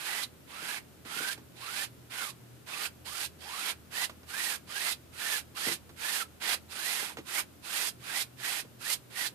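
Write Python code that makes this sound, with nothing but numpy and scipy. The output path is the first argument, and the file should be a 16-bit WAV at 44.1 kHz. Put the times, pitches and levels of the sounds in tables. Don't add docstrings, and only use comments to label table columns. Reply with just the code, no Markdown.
import sys
import numpy as np
from scipy import signal
from scipy.fft import rfft, irfft, next_fast_len
from scipy.io import wavfile
from scipy.ndimage import uniform_filter1d

SR = 44100
rng = np.random.default_rng(int(sys.argv[2]) if len(sys.argv) > 2 else 0)


def wrap_up_sound(samples):
    columns = np.atleast_2d(samples).T
    tamed = np.clip(columns, -1, 1)
    steps = np.round(tamed * 32767).astype(np.int16)
    wavfile.write(sys.argv[1], SR, steps)


N = 411894
TIME = np.arange(N) / SR

# touch, lift, attack and settling time in seconds; settled pressure level, its
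# offset on landing, its change by the lift and the cloth's further change as the brush rolls, in dB;
# relative levels of rasp, tip hiss and zip in dB; moments of flattest bristles and fastest hand in
# seconds; thread-crossing rates at the touch, at the fastest moment and at the lift in Hz.
STROKES = [(-0.027, 0.238, 0.02, 0.04, -40.0, -2.0, 1.5, -6.0, -4.0, -3.0, -5.5, 0.12, 0.13, 1250, 1970, 2030),
           (0.453, 0.785, 0.065, 0.23, -39.0, -3.5, -7.0, 1.0, -3.5, -2.5, -9.0, 0.6, 0.78, 870, 1800, 1800),
           (1.044, 1.331, 0.017, 0.09, -40.0, -6.0, -2.0, -4.5, -2.0, -1.5, -3.0, 1.25, 1.28, 1210, 1570, 1770),
           (1.531, 1.845, 0.08, 0.19, -40.5, 3.0, 2.0, -2.5, -2.0, -2.0, -8.0, 1.7, 1.84, 590, 1820, 1820),
           (2.095, 2.307, 0.027, 0.09, -40.5, -4.0, -2.0, -4.0, -2.0, -1.0, -8.0, 2.22, 2.12, 1450, 1540, 1030),
           (2.659, 2.863, 0.024, 0.17, -40.0, -0.5, 1.0, -2.0, -1.5, -0.0, -15.0, 2.77, 2.83, 940, 1270, 1540),
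           (3.043, 3.26, 0.022, 0.06, -41.0, 6.0, -1.0, -5.5, -0.0, 1.0, -8.5, 3.18, 3.25, 760, 1680, 1680),
           (3.374, 3.708, 0.049, 0.2, -39.5, 2.5, 3.5, -1.0, -2.0, -1.5, -9.0, 3.56, 3.68, 420, 1510, 1510),
           (3.9, 4.051, 0.037, 0.05, -39.5, -4.0, 3.0, -3.0, -1.0, -0.5, -3.0, 3.98, 4.03, 1490, 2000, 1820),
           (4.256, 4.558, 0.049, 0.18, -40.0, -2.0, -2.0, 2.0, -1.0, 2.5, -4.5, 4.4, 4.41, 960, 1930, 1530),
           (4.66, 4.926, 0.051, 0.1, -39.5, 1.0, 2.0, -4.5, -1.0, -0.5, -4.0, 4.81, 4.87, 890, 2080, 2020),
           (5.113, 5.395, 0.111, 0.21, -37.0, -5.0, -5.0, 1.5, 0.0, 3.0, -5.0, 5.28, 5.25, 1170, 1800, 1580),
           (5.542, 5.745, 0.034, 0.05, -38.5, 4.0, -0.5, -4.0, 0.0, 0.5, -5.5, 5.64, 5.69, 980, 2040, 1750),
           (5.956, 6.224, 0.092, 0.17, -39.5, 1.0, -0.0, 4.0, 0.5, 3.0, -4.0, 6.09, 6.12, 1470, 1830, 1310),
           (6.398, 6.545, 0.027, 0.08, -36.5, -0.0, 2.5, -2.0, -0.5, -1.5, -7.0, 6.46, 6.52, 1430, 2180, 1850),
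           (6.678, 7.132, 0.044, 0.17, -40.0, 1.0, -1.0, 8.0, 0.0, 2.0, -4.5, 6.87, 6.9, 780, 2020, 700),
           (7.238, 7.402, 0.046, 0.1, -38.0, -1.0, 1.0, 0.0, -2.0, 1.0, -10.0, 7.38, 7.4, 780, 2300, 2300),
           (7.611, 7.89, 0.041, 0.15, -38.5, -2.0, 1.0, -4.5, -0.5, 2.0, -10.0, 7.76, 7.78, 760, 1990, 1710),
           (7.97, 8.223, 0.099, 0.2, -36.0, -5.5, -1.5, -6.5, -1.5, -0.0, -6.0, 8.17, 8.22, 740, 2180, 2180),
           (8.365, 8.605, 0.023, 0.08, -40.0, -12.0, 0.0, -1.5, -1.0, 0.5, -6.0, 8.45, 8.53, 1650, 2000, 1750),
           (8.783, 8.937, 0.034, 0.11, -37.5, -7.5, 1.5, -6.0, 0.0, 3.5, -4.5, 8.88, 8.93, 1030, 2210, 2210),
           (9.093, 9.274, 0.015, 0.08, -42.0, -15.5, 4.0, -3.0, -0.0, 1.0, -4.5, 9.19, 9.19, 1630, 1920, 1710)]
# exponent of speed in the amplitude, extra
# level on landing in dB, lead of the release before the lift in seconds, release time in seconds.
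FRICTION_LAWS = [(1.7, 0.1, .0042, .015), (1.19, -3.2, .0002, .0125), (1.21, -5.8, .0002, .012)]
# frequency in Hz, relative level in dB.
CLOTH_SPECTRUM = [(40, -40), (120, -27), (300, -13.5), (550, -11.5), (800, -4), (1100, -4.5), (1500, 0.5),
                  (2200, 0), (2600, 0.5), (3200, -4.5), (5000, -26), (14000, -50)]
SHAFT_SPECTRUM = [(1500, -29), (2200, -16), (2700, -4), (3200, 0), (4000, 0), (4900, -1), (5800, -10),
                  (7500, -11), (14000, -26)]
TIP_SPECTRUM = [(3000, -32), (5000, -2), (6300, -1.5), (7500, -1), (8800, 2.5), (10500, 0.5), (12500, -1.5),
                (14500, -13.5)]
SPARKLE_SPECTRUM = [(7000, -30), (10500, -6), (13500, 6)]
# frequency in Hz, width in Hz, relative level in dB.
SHAFT_MODES = [(2587, 136, -5.5), (3904, 430, -4.5)]
# frequency in Hz, gain in dB.
ROOM_SPECTRUM = [(15, -42), (25, -21.5), (97, -9), (134, -3), (205, -4), (388, -7.5), (455, -12),
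                 (534, -12), (862, -19), (1100, -20), (1430, -19), (1970, -23), (2710, -22.8), (5710, -28),
                 (14500, -26.5)]
RUMBLE_BAND = [(150, 4), (280, -6), (600, -40)]
# frequency in Hz, correlation.
ROOM_COHERENCE = [(30, 0.37), (80, 0.25), (250, 0.41), (700, 0.15), (2000, 0.068), (8000, 0.024)]
# time in seconds, relative levels of the lower and upper in dB.
HUM_LEVELS = [(.9, -64, -64), (1.4, -60.5, -59), (2.0, -65, -55), (2.5, -71, -54), (2.95, -56, -60.5),
              (4.2, -58.5, -64), (6.65, -58.5, -65), (7.5, -62, -65), (8.0, -66, -56), (9.3, -68, -58.5)]
# time in seconds, pitch in Hz, relative level in dB.
SQUEAKS = [(.238, 3897, -38.5), (.775, 2080, -43), (1.277, 1610, -43), (2.225, 1380, -41.5),
           (2.74, 2500, -44), (2.852, 1501, -42), (2.855, 2584, -42.5), (4.04, 4041, -41),
           (4.408, 1950, -41), (4.93, 4000, -42), (6.535, 3806, -44), (7.39, 1291, -42), (8.218, 3898, -43),
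           (8.442, 1800, -42), (8.93, 4300, -42), (9.27, 4100, -39)]
# time in seconds, relative level in dB, offset of the scuff in dB.
BUMPS = [(.621, -40.5, -17), (1.051, -43, -3), (1.162, -39, -13), (1.204, -33.5, -11), (1.218, -41, -12),
         (1.377, -41, -4), (4.095, -45, 6.5), (4.232, -61, 10), (5.666, -28.5, -16), (5.681, -30.5, -6),
         (5.692, -38, -3), (5.71, -32.5, -15), (5.893, -51, 4), (6.519, -44, -10), (7.024, -40, 3),
         (7.17, -38, 2), (7.185, -34, -9.5), (8.649, -45, -7)]
# frequency in Hz, relative level in dB, time to fall by 60 dB in seconds.
CANVAS_MODES = [(133, -17.5, 0.24), (176, -17.5, 0.32), (237.6, -9.5, 0.31), (308, -5, 0.11),
                (348, -5.5, 0.098), (420, -2, .05), (520, 0, 0.034), (720, -12, 0.032), (1160, -17, .03)]
# frequency in Hz, relative level in dB.
SCUFF_SPECTRUM = [(40, -25), (200, -7.5), (1100, -1.5), (3000, -4.5), (12000, -19)]
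# frequency in Hz, correlation.
BRUSH_COHERENCE = [(200, 0.42), (500, 0.52), (1000, 0.72), (2000, 0.2), (4000, 0.077), (14000, .03)]
# frequency in Hz, gain in dB.
LEFT_SHADOW = [(200, 1), (500, -3.5), (1000, -6), (2000, -6.5), (4000, -9.5), (8000, -12.5), (14000, -13)]
WALL_RESPONSE = [(300, 12.5), (1500, 0), (4000, -4), (12000, -7)]


def from_db(db):
    return 10 ** (np.asarray(db) / 20)


def unit_rms(x):
    return x / np.sqrt(np.mean(x ** 2) + 1e-20)


def ramp(elapsed_s, length_s):
    return np.clip(elapsed_s / np.maximum(length_s, 1e-3), 0, 1)


def colour(x, spectrum):
    size = next_fast_len(N, True)
    hz = np.maximum(np.fft.rfftfreq(size, 1 / SR), 1)
    knot_hz, knot_db = np.transpose(spectrum)
    gain = from_db(np.interp(np.log(hz), np.log(knot_hz), knot_db))
    return irfft(rfft(x, size) * gain, size)[..., :N]


def drift(rate_hz):
    step, warm_up = 20, 4000
    pole = np.exp(-2 * np.pi * step * rate_hz / SR)
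    noise = rng.standard_normal(N // step + warm_up + 2)
    slow = signal.lfilter([1], [1, -2 * pole, pole * pole], noise)[warm_up:]
    return np.interp(np.arange(N) / step, np.arange(len(slow)), unit_rms(slow))


def narrow_noise(hz, width_hz):
    phase = 2 * np.pi * np.cumsum(hz) / SR
    cos, sin = np.cos(phase), np.sin(phase)
    return np.array([drift(width_hz) * cos + drift(width_hz) * sin for port in range(2)]) / np.sqrt(2)


def hand_strokes(zip_catch_s=.08, zip_landing_db=-9, zip_fade_db_per_s=55, zip_slow_db=2):
    envelopes = np.zeros((3, N))
    weave_hz = np.full(N, np.mean(np.array(STROKES)[:, -3:]))
    zip_db = np.zeros(N)
    for (touch, lift, attack, settle, level_db, landing_db, ease_db, roll_db,
         rasp_db, tips_db, stroke_zip_db, flattest, fastest, touch_hz, top_hz, lift_hz) in STROKES:
        span = slice(*np.searchsorted(TIME, [touch, lift + .1]))
        t = TIME[span]
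        early = ramp(fastest - t, fastest - touch) ** 1.3
        late = ramp(t - fastest, lift - fastest) ** 2.05
        weave_hz[span] = top_hz + (touch_hz - top_hz) * early + (lift_hz - top_hz) * late
        speed = weave_hz[span] / top_hz
        landing = (1 - ramp(t - touch, settle)) ** .51
        leaving = ramp(t - touch, lift - touch) ** 6.5
        pressure = ramp(t - touch, attack) * from_db(level_db + landing_db * landing + ease_db * leaving)
        for envelope, part_db, law in zip(envelopes, (roll_db * leaving, rasp_db, tips_db), FRICTION_LAWS):
            power, soft_db, lead_s, release_s = law
            release = np.exp(-np.maximum(t - lift + lead_s, 0) / release_s)
            envelope[span] += pressure * speed ** power * from_db(part_db + soft_db * landing) * release
        catch_db = zip_landing_db * (1 - ramp(t - touch, zip_catch_s))
        fade_db = zip_fade_db_per_s * np.abs(t - flattest)
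        zip_db[span] = stroke_zip_db + catch_db - fade_db + zip_slow_db * (1 - speed)
    return envelopes, weave_hz, zip_db


def bristle_slips(spectrum, per_s, spread_db):
    slips = rng.random((2, N)) < per_s / SR
    size, sign = rng.random((slips.sum(), 2)).T
    clicks = np.zeros((2, N))
    clicks[slips] = from_db(spread_db * np.minimum(-np.log(1 - size), 4)) * np.sign(sign - .5)
    return unit_rms(colour(clicks, spectrum))


def cloth_rub(speed):
    flutter = from_db(-.1 * drift(120))
    return flutter * bristle_slips(CLOTH_SPECTRUM, per_s=14000 * speed, spread_db=3)


def shaft_rasp(speed, bend_octaves=.17):
    flutter = from_db(-.1 * drift(120))
    rasp = flutter * bristle_slips(SHAFT_SPECTRUM, per_s=14000 * speed, spread_db=2.5)
    bend = 2 ** (bend_octaves * np.clip(drift(4), -2, 2))
    ringing = sum(from_db(db) * narrow_noise(hz * bend, width_hz) for hz, width_hz, db in SHAFT_MODES)
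    return unit_rms(rasp + ringing)


def tip_hiss(speed, sparkle_db=-8):
    hiss = bristle_slips(TIP_SPECTRUM, per_s=22000 * speed, spread_db=2)
    sparkle = unit_rms(colour(rng.standard_normal((2, N)), SPARKLE_SPECTRUM))
    return hiss + from_db(sparkle_db) * speed ** 1.5 * sparkle


def weave_zip(weave_hz, zip_db, boost_db=10.5, octave_db=-11, skid_db=-6, zip_width_hz=48,
              skid_width_hz=260):
    tone = narrow_noise(weave_hz, zip_width_hz) * from_db(2.3 * drift(38))
    tone += from_db(octave_db) * narrow_noise(2 * weave_hz, skid_width_hz)
    skid = from_db(skid_db) * narrow_noise(weave_hz, skid_width_hz)
    return from_db(boost_db + zip_db) * tone + skid


def brush(envelopes, weave_hz, zip_db, cloth_db=2.9, shaft_db=4.6, tip_db=4.5):
    cloth_envelope, shaft_envelope, tip_envelope = envelopes
    speed = weave_hz / np.mean(weave_hz)
    flutter = from_db(drift(34))
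    cloth = cloth_envelope * (from_db(cloth_db) * cloth_rub(speed) + weave_zip(weave_hz, zip_db))
    shafts = shaft_envelope * from_db(shaft_db) * shaft_rasp(speed)
    tips = tip_envelope * from_db(tip_db) * tip_hiss(speed)
    return flutter * (cloth + shafts + tips)


def room_noise(level_db=-57):
    mid, side = rng.standard_normal((2, N))
    side_spectrum = [(hz, 10 * np.log10((1 - alike) / (1 + alike))) for hz, alike in ROOM_COHERENCE]
    air = colour(mid + colour(side, side_spectrum) * [[1], [-1]], ROOM_SPECTRUM)
    return air * from_db(level_db) / np.std(air.mean(axis=0))


def room_hums(pitches_hz=(80.5, 121.6), gain_db=-3, wander_hz=2.32, flutter_db=4):
    times, *curves_db = np.transpose(HUM_LEVELS)
    hums = np.zeros(N)
    for hz, curve_db in zip(pitches_hz, curves_db):
        level_db = np.interp(TIME, times, curve_db) + gain_db + flutter_db * np.tanh(drift(14.96))
        phase = 2 * np.pi * np.cumsum(hz + wander_hz * drift(8)) / SR
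        hums += from_db(level_db) * np.sqrt(2) * np.sin(phase)
    return hums


def background(cloth_envelope, sink_at_db=-47, rumble_share=.43):
    air = room_noise()
    rubbing = uniform_filter1d(cloth_envelope, size=1500)
    calm = 1 / (1 + (rubbing / from_db(sink_at_db)) ** 2)
    return air - rumble_share * (1 - calm) * colour(air, RUMBLE_BAND) + calm * room_hums()


def bristle_squeaks(gain_db=5, swell_s=.014, relative_width=.14):
    out = np.zeros(N)
    for at_s, hz, level_db in SQUEAKS:
        span = slice(*np.searchsorted(TIME, [at_s - 3 * swell_s, at_s + 3 * swell_s]))
        t = TIME[span] - at_s
        pole = np.exp(-np.pi * relative_width * hz / SR)
        resonance = [1, -2 * pole * np.cos(2 * np.pi * hz / SR), pole * pole]
        band = unit_rms(signal.lfilter([1, 0, -1], resonance, rng.standard_normal(SR // 2)))
        out[span] += from_db(gain_db + level_db) * np.exp(-(t / swell_s) ** 2) * band[:len(t)]
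    return out


def damped_mode(impulses, hz, t60):
    pole, angle = from_db(-60 / (t60 * SR)), 2 * np.pi * hz / SR
    return signal.lfilter([0, np.sin(angle)], [1, -2 * pole * np.cos(angle), pole * pole], impulses + 1e-18)


def canvas_bumps(thud_db=-6, scuff_db=-1, scuff_s=.014):
    times, bump_db, scuff_offset_db = np.transpose(BUMPS)
    onsets = np.round(times * SR).astype(int)
    scatter_db = rng.normal(0, 2.2, (len(onsets), len(CANVAS_MODES)))
    impulses, thuds = np.zeros((2, N))
    for k, (hz, mode_db, t60) in enumerate(CANVAS_MODES):
        impulses[onsets] = from_db(thud_db + bump_db + mode_db + scatter_db[:, k])
        thuds += (-1) ** k * damped_mode(impulses, hz, t60)
    impulses[onsets] = from_db(scuff_db + bump_db + scuff_offset_db)
    fade = signal.lfilter([1], [1, -np.exp(-1 / (scuff_s * SR))], impulses + 1e-18)
    return thuds + fade * unit_rms(colour(rng.standard_normal(N), SCUFF_SPECTRUM))


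def microphone_ports(source, lag_s=.00015, room_t60=.16, room_db=-17):
    independent, right = source
    hz, alike = np.transpose(BRUSH_COHERENCE)
    left = colour(right, np.c_[hz, 20 * np.log10(alike)])
    left += colour(independent, np.c_[hz, 10 * np.log10(1 - alike ** 2)])
    left = colour(np.interp(TIME - lag_s, TIME, left), LEFT_SHADOW)
    t = TIME[:SR // 2]
    echoes = rng.standard_normal((2, len(t))) * from_db(-60 * t / room_t60) * (t > .004)
    echoes /= np.sqrt(np.sum(echoes ** 2, axis=1, keepdims=True))
    reverberation = signal.fftconvolve(colour(right, WALL_RESPONSE)[None], echoes, axes=1)[:, :N]
    return np.array([left, right]) + from_db(room_db) * reverberation


def scene():
    envelopes, weave_hz, zip_db = hand_strokes()
    bristles = brush(envelopes, weave_hz, zip_db)
    squeaks = np.array([bristle_squeaks() for port in range(2)])
    return microphone_ports(bristles + squeaks + canvas_bumps()) + background(envelopes[0])


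def record(dry):
    return signal.sosfilt(signal.ellip(12, .1, 80, 14580, fs=SR, output="sos"), dry)


dry = scene()
out = record(dry)
wrap_up_sound(out)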